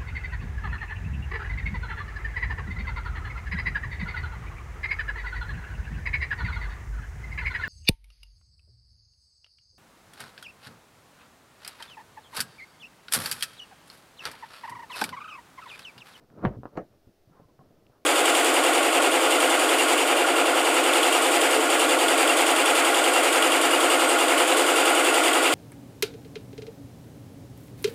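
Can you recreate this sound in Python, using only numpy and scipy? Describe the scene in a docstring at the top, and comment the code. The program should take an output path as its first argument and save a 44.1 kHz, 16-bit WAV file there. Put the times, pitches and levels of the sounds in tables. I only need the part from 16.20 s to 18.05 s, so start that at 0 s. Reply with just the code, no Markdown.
"""Fork pressed into a balloon

In a small quiet room, taut rubber creeps under a fork by stick-slip friction, then slips free with
a hollow thump, and the balloon knocks against its surroundings, ringing in its membrane modes.
The fork is set on it again and pushed in slowly, with soft bumps, rubbing and tiny squeaks.
Plastic foil nearby ticks twice as a crease flips."""
import sys
import numpy as np
from scipy import signal
from scipy.fft import rfft, irfft
from scipy.io import wavfile
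from scipy.ndimage import uniform_filter1d

SR = 44100
rng = np.random.default_rng(int(sys.argv[2]) if len(sys.argv) > 2 else 0)


def bounce(signal):
    """Save signal as a 16-bit WAV file at the path given by the first command-line argument."""
    frames = np.transpose(np.atleast_2d(signal))
    limited = np.clip(frames, -1, 1)
    pcm = np.round(limited * 32767).astype(np.int16)
    wavfile.write(sys.argv[1], SR, pcm)


N = 81585


def amp(db):
    """Amplitude ratio of a level in decibels."""
    return 10 ** (np.asarray(db) / 20)


def unit_rms(x):
    """Normalisation to an rms of 1."""
    return x / np.sqrt(np.mean(x ** 2) + 1e-20)


def curve_at(points, hz):
    """Interpolation on a logarithmic frequency axis."""
    frequency_hz, value = np.transpose(points)
    return np.interp(np.log(hz + 1), np.log(frequency_hz), value)


def add(mix, start_s, sound):
    """Superposition: a sound joins the mix at its start time."""
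    part = mix[max(round(start_s * SR), 0):][:len(sound)]
    part += sound[:len(part)]


def seconds():
    """Half-second time axis for a transient."""
    return np.arange(SR // 2) / SR


def coloured(x, spectrum):
    """Spectral shaping by a curve of relative gains, at an rms of 1."""
    gain = amp(curve_at(spectrum, np.fft.rfftfreq(len(x), 1 / SR)))
    return unit_rms(irfft(rfft(x) * gain, len(x)))


def whitened(x):
    """Whitening evens out the broad spectral peaks and dips of a transient; its second half is muted."""
    spectrum = rfft(x)
    smoothed = np.sqrt(abs(uniform_filter1d(abs(spectrum) ** 2, size=80)) + 1e-20)
    return irfft(spectrum / smoothed, len(x)) * (np.arange(len(x)) < len(x) / 2)


def burst(envelope, spectrum):
    """A noise transient with a given decay and spectrum, at unit energy."""
    noise = coloured(whitened(envelope * rng.standard_normal(len(envelope))), spectrum)
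    noise = noise * (np.arange(len(noise)) < len(noise) / 2)
    return noise / np.linalg.norm(noise)


def damped_sine(level_db, pitch_hz, t60_s):
    """Free vibration of a damped oscillator, falling 60 dB in t60_s."""
    t = seconds()
    return amp(level_db - 60 * t / t60_s) * np.sin(2 * np.pi * pitch_hz * t)


def modes(table, pitch_ratio):
    """Modal superposition: damped sines, with neighbouring modes in opposite phase."""
    return sum((-1) ** k * damped_sine(level_db, base_hz * pitch_ratio, t60_s)
               for k, (base_hz, level_db, t60_s) in enumerate(table))


def air():
    """Stationary coloured noise forms the faint background of the room."""
    # background spectrum: frequency_hz, gain_db
    spectrum = [(15, 11.5), (25, -6), (75, 2), (240, -5.5), (322, 3.5), (567, -4.5), (648, -1), (997, -17),
                (1300, -14), (2420, -18.5), (5430, -19.5), (7500, -26.5), (15500, -24.5)]
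    return amp(-65.5) * coloured(rng.standard_normal(N), spectrum)


def slips(spectrum, rate_per_s=4000, spread_db=3):
    """Stick-slip friction: a dense random train of impulses of uneven size."""
    sizes = amp(spread_db * np.minimum(rng.exponential(1, N), 4)) * rng.choice([-1, 1], N)
    slipping = rng.random(N) < rate_per_s / SR
    return coloured(sizes * slipping, spectrum)


def rubbing():
    """Stick-slip friction shakes the skin for as long as a stroke lasts."""
    # one envelope for each stroke, as points: time_s, relative_db
    strokes = [
        [(0.0, -64.5), (0.046, -63.5), (0.066, -79), (0.102, -64), (0.152, -61), (0.19, -50.5), (0.218, -49),
         (0.248, -33)],
        [(0.285, -40.5), (0.303, -48.5), (0.361, -51), (0.371, -66.5), (0.425, -67.5)],
        [(0.5, -70), (0.518, -63), (0.53, -58.5), (0.553, -60.5), (.565, -47.5)],
        [(0.62, -56.5), (0.676, -76), (0.738, -64), (0.816, -86), (0.86, -70.5), (0.956, -86)],
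        [(1.1, -64), (1.108, -80), (1.196, -67), (1.276, -75), (1.286, -67), (1.378, -75), (1.39, -69.5),
         (1.43, -65), (1.85, -75)],
    ]
    # spectrum of rubbed rubber: frequency_hz, gain_db
    spectrum = [(40, -22.5), (100, 6.5), (220, 4), (600, -1), (850, -10.5), (1250, -10.5), (1700, -21.5),
                (2200, -30), (4000, -43), (8000, -56.5), (16000, -56)]
    gain_db, fade_db_per_s = 5, 904.5
    t, envelope = np.arange(N) / SR, np.zeros(N)
    for stroke in strokes:
        time_s, relative_db = np.transpose(stroke)
        outside_s = np.maximum(np.maximum(time_s[0] - t, t - time_s[-1]), 0)
        stroke_db = np.interp(t, time_s, relative_db) - fade_db_per_s * outside_s
        envelope = np.maximum(envelope, amp(stroke_db))
    return amp(gain_db) * envelope * slips(spectrum)


def foil(rise_s=0.00025):
    """Buckling: a crease in the foil flips with a tick of a few cycles."""
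    # crease ticks: start_s, level_db, pitch_hz
    ticks = [(.102, -45, 1500), (1.667, -45.5, 2700)]
    out, attack = np.zeros(N), np.minimum(seconds() / rise_s, 1)
    for start_s, level_db, pitch_hz in ticks:
        add(out, start_s, attack * damped_sine(level_db, pitch_hz, t60_s=0.0038))
    return out


def push(contact_s):
    """Elastic contact gives a rounded force pulse: the shorter, the brighter."""
    return np.sin(np.pi * np.minimum(seconds() / contact_s, 1)) ** 2


def snap(corner_hz, decay_s=0.00081):
    """Sudden release: rubber slips off the tines with a crack, dull above its corner frequency."""
    # spectrum of the crack ahead of the low-pass: frequency_hz, gain_db
    spectrum = [(300, -12.5), (1500, 26), (2250, 9), (2900, 9.5), (4600, 2.5), (6000, -11), (9000, -11),
                (15000, -0.5)]
    crack = burst(np.exp(-seconds() / decay_s), spectrum)
    return signal.lfilter(*signal.butter(1, corner_hz, fs=SR), crack)


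def ring(force, pitch_ratio):
    """Membrane resonance: a force excites the skin's modes; the distinct ones rise with tension."""
    # distinct modes of the balloon: base_hz, relative_db, t60_s
    skin_modes = [(190.3, 3, 0.065), (348.4, 5, 0.086), (434, -5, .09), (523, -3.5, 0.083),
                  (579, -6.5, 0.054), (657, -7.5, 0.15), (750, -5, 0.074), (879, -3, .075),
                  (1151, 3, 0.038), (1286, 0, 0.059), (1390, 0, 0.023), (1588, -17, 0.05),
                  (1874, -17, 0.034)]
    # wash of weaker modes crowded between and above them: frequency_hz, gain_db
    wash_spectrum = [(150, -3), (600, 17.5), (1300, -6), (1900, -8.5), (2300, -12), (2900, -9), (4000, -25),
                     (6000, 3), (15000, -25)]
    wash_db, wash_t60_s = -3, 0.13
    wash = burst(amp(-60 * seconds() / wash_t60_s), wash_spectrum)
    response = unit_rms(modes(skin_modes, pitch_ratio)) + amp(wash_db) * unit_rms(wash)
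    return signal.fftconvolve(force, response / np.linalg.norm(response))[:len(force)]


def radiated(force, ring_db, pitch_ratio, bass_cut_hz=72):
    """Radiation: a force is heard directly, without its deep bass, and through the balloon's modes."""
    direct = signal.lfilter(*signal.butter(1, bass_cut_hz, "high", fs=SR), force)
    return direct + amp(ring_db) * ring(force, pitch_ratio)


def room(x, gain_db=-5, delay_s=0.003, reflections_per_s=4000):
    """Reverberation of a small room: early echoes and a dense tail whose decay depends on frequency."""
    # reverberation times: frequency_hz, t60_s
    decay_times = [(100, 0.14), (500, 0.098), (1500, 0.086), (4000, 0.071), (12000, 0.2)]
    # first reflections from nearby surfaces: delay_s, relative_db
    echoes = [(.007, -19), (0.0232, -24)]
    t = seconds()
    reflections = rng.choice([-1., 1.], len(t)) * (rng.random(len(t)) < reflections_per_s / SR)
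    hz, frame_s, bands = signal.stft(reflections * (t > delay_s), SR, nperseg=256)
    decay = amp(-60 * frame_s / curve_at(decay_times, hz)[:, None])
    response = whitened(signal.istft(bands * decay, SR)[1])
    response = response / np.linalg.norm(response)
    for echo_s, relative_db in echoes:
        add(response, echo_s, amp([relative_db]))
    return amp(gain_db) * signal.fftconvolve(x, response)[:N]


def blows():
    """Impulsive excitation: hard slips and knocks set the balloon and the room ringing."""
    # blows on the skin: start_s, level_db, contact_s, ring_db, snap_db, corner_hz, pitch_ratio
    impacts = [(.2275, -33.5, 0.00085, -5, -31, 1525, 1.04), (.2375, -30, 0.00079, 3.5, -21, 2020, 1.03),
               (0.2446, -24, 0.0025, -7.5, -21, 2500, 1.2), (0.2514, -11.5, 0.00074, -12, 2.5, 2300, 1.04),
               (0.555, -35, 0.0015, -7.5, -5, 3000, 1.012), (.569, -37, .0008, -10, 0, 4000, 1),
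               (0.574, -25.5, 0.00053, 5.5, 4, 4900, 0.99)]
    out = np.zeros(N)
    for start_s, level_db, contact_s, ring_db, snap_db, corner_hz, pitch_ratio in impacts:
        force = push(contact_s) + amp(snap_db) * snap(corner_hz)
        add(out, start_s, amp(level_db) * radiated(force, ring_db, pitch_ratio))
    return out + room(out)


def thumps(rise_s=0.0028):
    """Heavily damped oscillation of the whole balloon gives low thumps."""
    # wobbles of the balloon: start_s, level_db, pitch_hz, t60_s
    wobbles = [(0.2476, -9, 203.7, 0.051), (.2526, -25, 130, 0.17), (0.255, -29, 51.5, 0.26),
               (0.2684, -11.5, 131, 0.031), (0.307, -28.5, 205, 0.073), (.367, -31, 112, 0.089),
               (0.4548, -34, 313, 0.047), (.871, -36.5, 120, 0.025), (.891, -48.5, 189, 0.043),
               (1.073, -49, 116, 0.096), (1.109, -49, 162, 0.082), (1.217, -45.5, 174, 0.05),
               (1.253, -44.5, 106.5, 0.045), (1.392, -45.5, 151, .088), (1.699, -40, 138, 0.014)]
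    out, attack = np.zeros(N), np.minimum(seconds() / rise_s, 1)
    for start_s, level_db, pitch_hz, t60_s in wobbles:
        add(out, start_s, attack * damped_sine(level_db, pitch_hz, t60_s))
    return out


def rasp(start_s=0.251, rise_s=0.0012, level_db=-38, t60_s=0.095):
    """Elastic recoil: the dent springs out and drags rubber along the tines in bright, fading slips."""
    # spectrum of the rasp: frequency_hz, gain_db
    spectrum = [(1000, 3.5), (2350, -11.5), (2850, 2), (3120, -6), (3400, -24.5), (6500, -39)]
    t = np.maximum(np.arange(N) / SR - start_s, 0)
    return np.minimum(t / rise_s, 1) * amp(level_db - 60 * t / t60_s) * slips(spectrum)


def touches():
    """Forced response: taps and soft bumps sound as force pulses with hardly any ringing."""
    # light contacts with the balloon: start_s, level_db, contact_s
    contacts = [(0.3714, -33.5, 0.0023), (.387, -29.5, 0.00377), (0.4007, -32.5, 0.0047),
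                (.4336, -27.5, .00094), (.4552, -22.5, .0009), (.535, -43.5, 0.0019),
                (0.8752, -41.5, 0.003), (1.199, -37.5, 0.0015), (1.392, -41, 0.00084), (1.508, -44, .0016),
                (1.698, -46.5, .0018)]
    force = np.zeros(N)
    for start_s, level_db, contact_s in contacts:
        add(force, start_s, amp(level_db) * push(contact_s))
    out = radiated(force, ring_db=-35, pitch_ratio=1)
    return out + room(out)


def tines():
    """The fork's modes, damped by the hand, give dry metallic ticks as the tines catch."""
    # catches of the tines: start_s, level_db
    catches = [(0.5563, -62), (.5692, -56), (0.5738, -45.5), (.584, -56)]
    # modes of the fork: base_hz, relative_db, t60_s
    fork_modes = [(4480, -1, 0.0077), (6100, -12, 0.016), (7000, -12.5, .014)]
    out = np.zeros(N)
    for start_s, level_db in catches:
        add(out, start_s, amp(level_db) * modes(fork_modes, pitch_ratio=0.97))
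    return out


def scuffs():
    """Sliding friction of the tines on the rubber gives soft swells of noise."""
    # slides: start_s, length_s, level_db
    slides = [(1.091, 0.16, -62.5), (1.682, 0.14, -66)]
    # spectrum of the friction noise: frequency_hz, gain_db
    spectrum = [(300, -3.5), (900, -3), (1400, -8), (1700, -14.5), (2300, -26), (8000, -44)]
    out, hiss = np.zeros(N), coloured(rng.standard_normal(N), spectrum)
    for start_s, length_s, level_db in slides:
        progress = np.clip((np.arange(N) / SR - start_s) / length_s, 0, 1)
        out += amp(level_db) * np.sin(np.pi * progress) * hiss
    return out


def squeaks(sag_per_s=1.3, jitter_depth=0.035):
    """Periodic stick-slip: for a moment the slips fall into step and make a sagging, unsteady tone."""
    # squeaks of rubber on metal: start_s, length_s, centre_hz, level_db
    tones = [(1.117, 0.029, 1350, -66), (1.152, 0.052, 1054, -59.5), (1.222, 0.038, 1060, -63),
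             (1.282, 0.034, 1010, -65.5), (1.387, 0.041, 1060, -59), (1.401, 0.031, 734, -57.5)]
    out = np.zeros(N)
    jitter = jitter_depth * unit_rms(uniform_filter1d(rng.standard_normal(N), size=100))
    for start_s, length_s, centre_hz, level_db in tones:
        t = np.arange(0, length_s, 1 / SR)
        sag = sag_per_s * (t - length_s / 2)
        pitch_hz = centre_hz * (1 - sag + jitter[round(start_s * SR):][:len(t)])
        envelope = amp(level_db) * np.sin(np.pi * t / length_s)
        add(out, start_s, envelope * np.sin(2 * np.pi * np.cumsum(pitch_hz) / SR))
    return out


def scene():
    """Superposition of balloon, fork, foil and background in one channel."""
    return (air() + rubbing() + blows() + rasp() + tines() + touches() + thumps()
            + scuffs() + squeaks() + foil())[None]


def record(dry):
    """Band limiting: a linear-phase low-pass removes the highest treble."""
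    cutoff_hz = 15700
    low_pass = signal.firwin(801, cutoff_hz, window=("kaiser", 8), fs=SR)
    return signal.oaconvolve(dry, low_pass[None], "same")


dry = scene()
out = record(dry)
bounce(out)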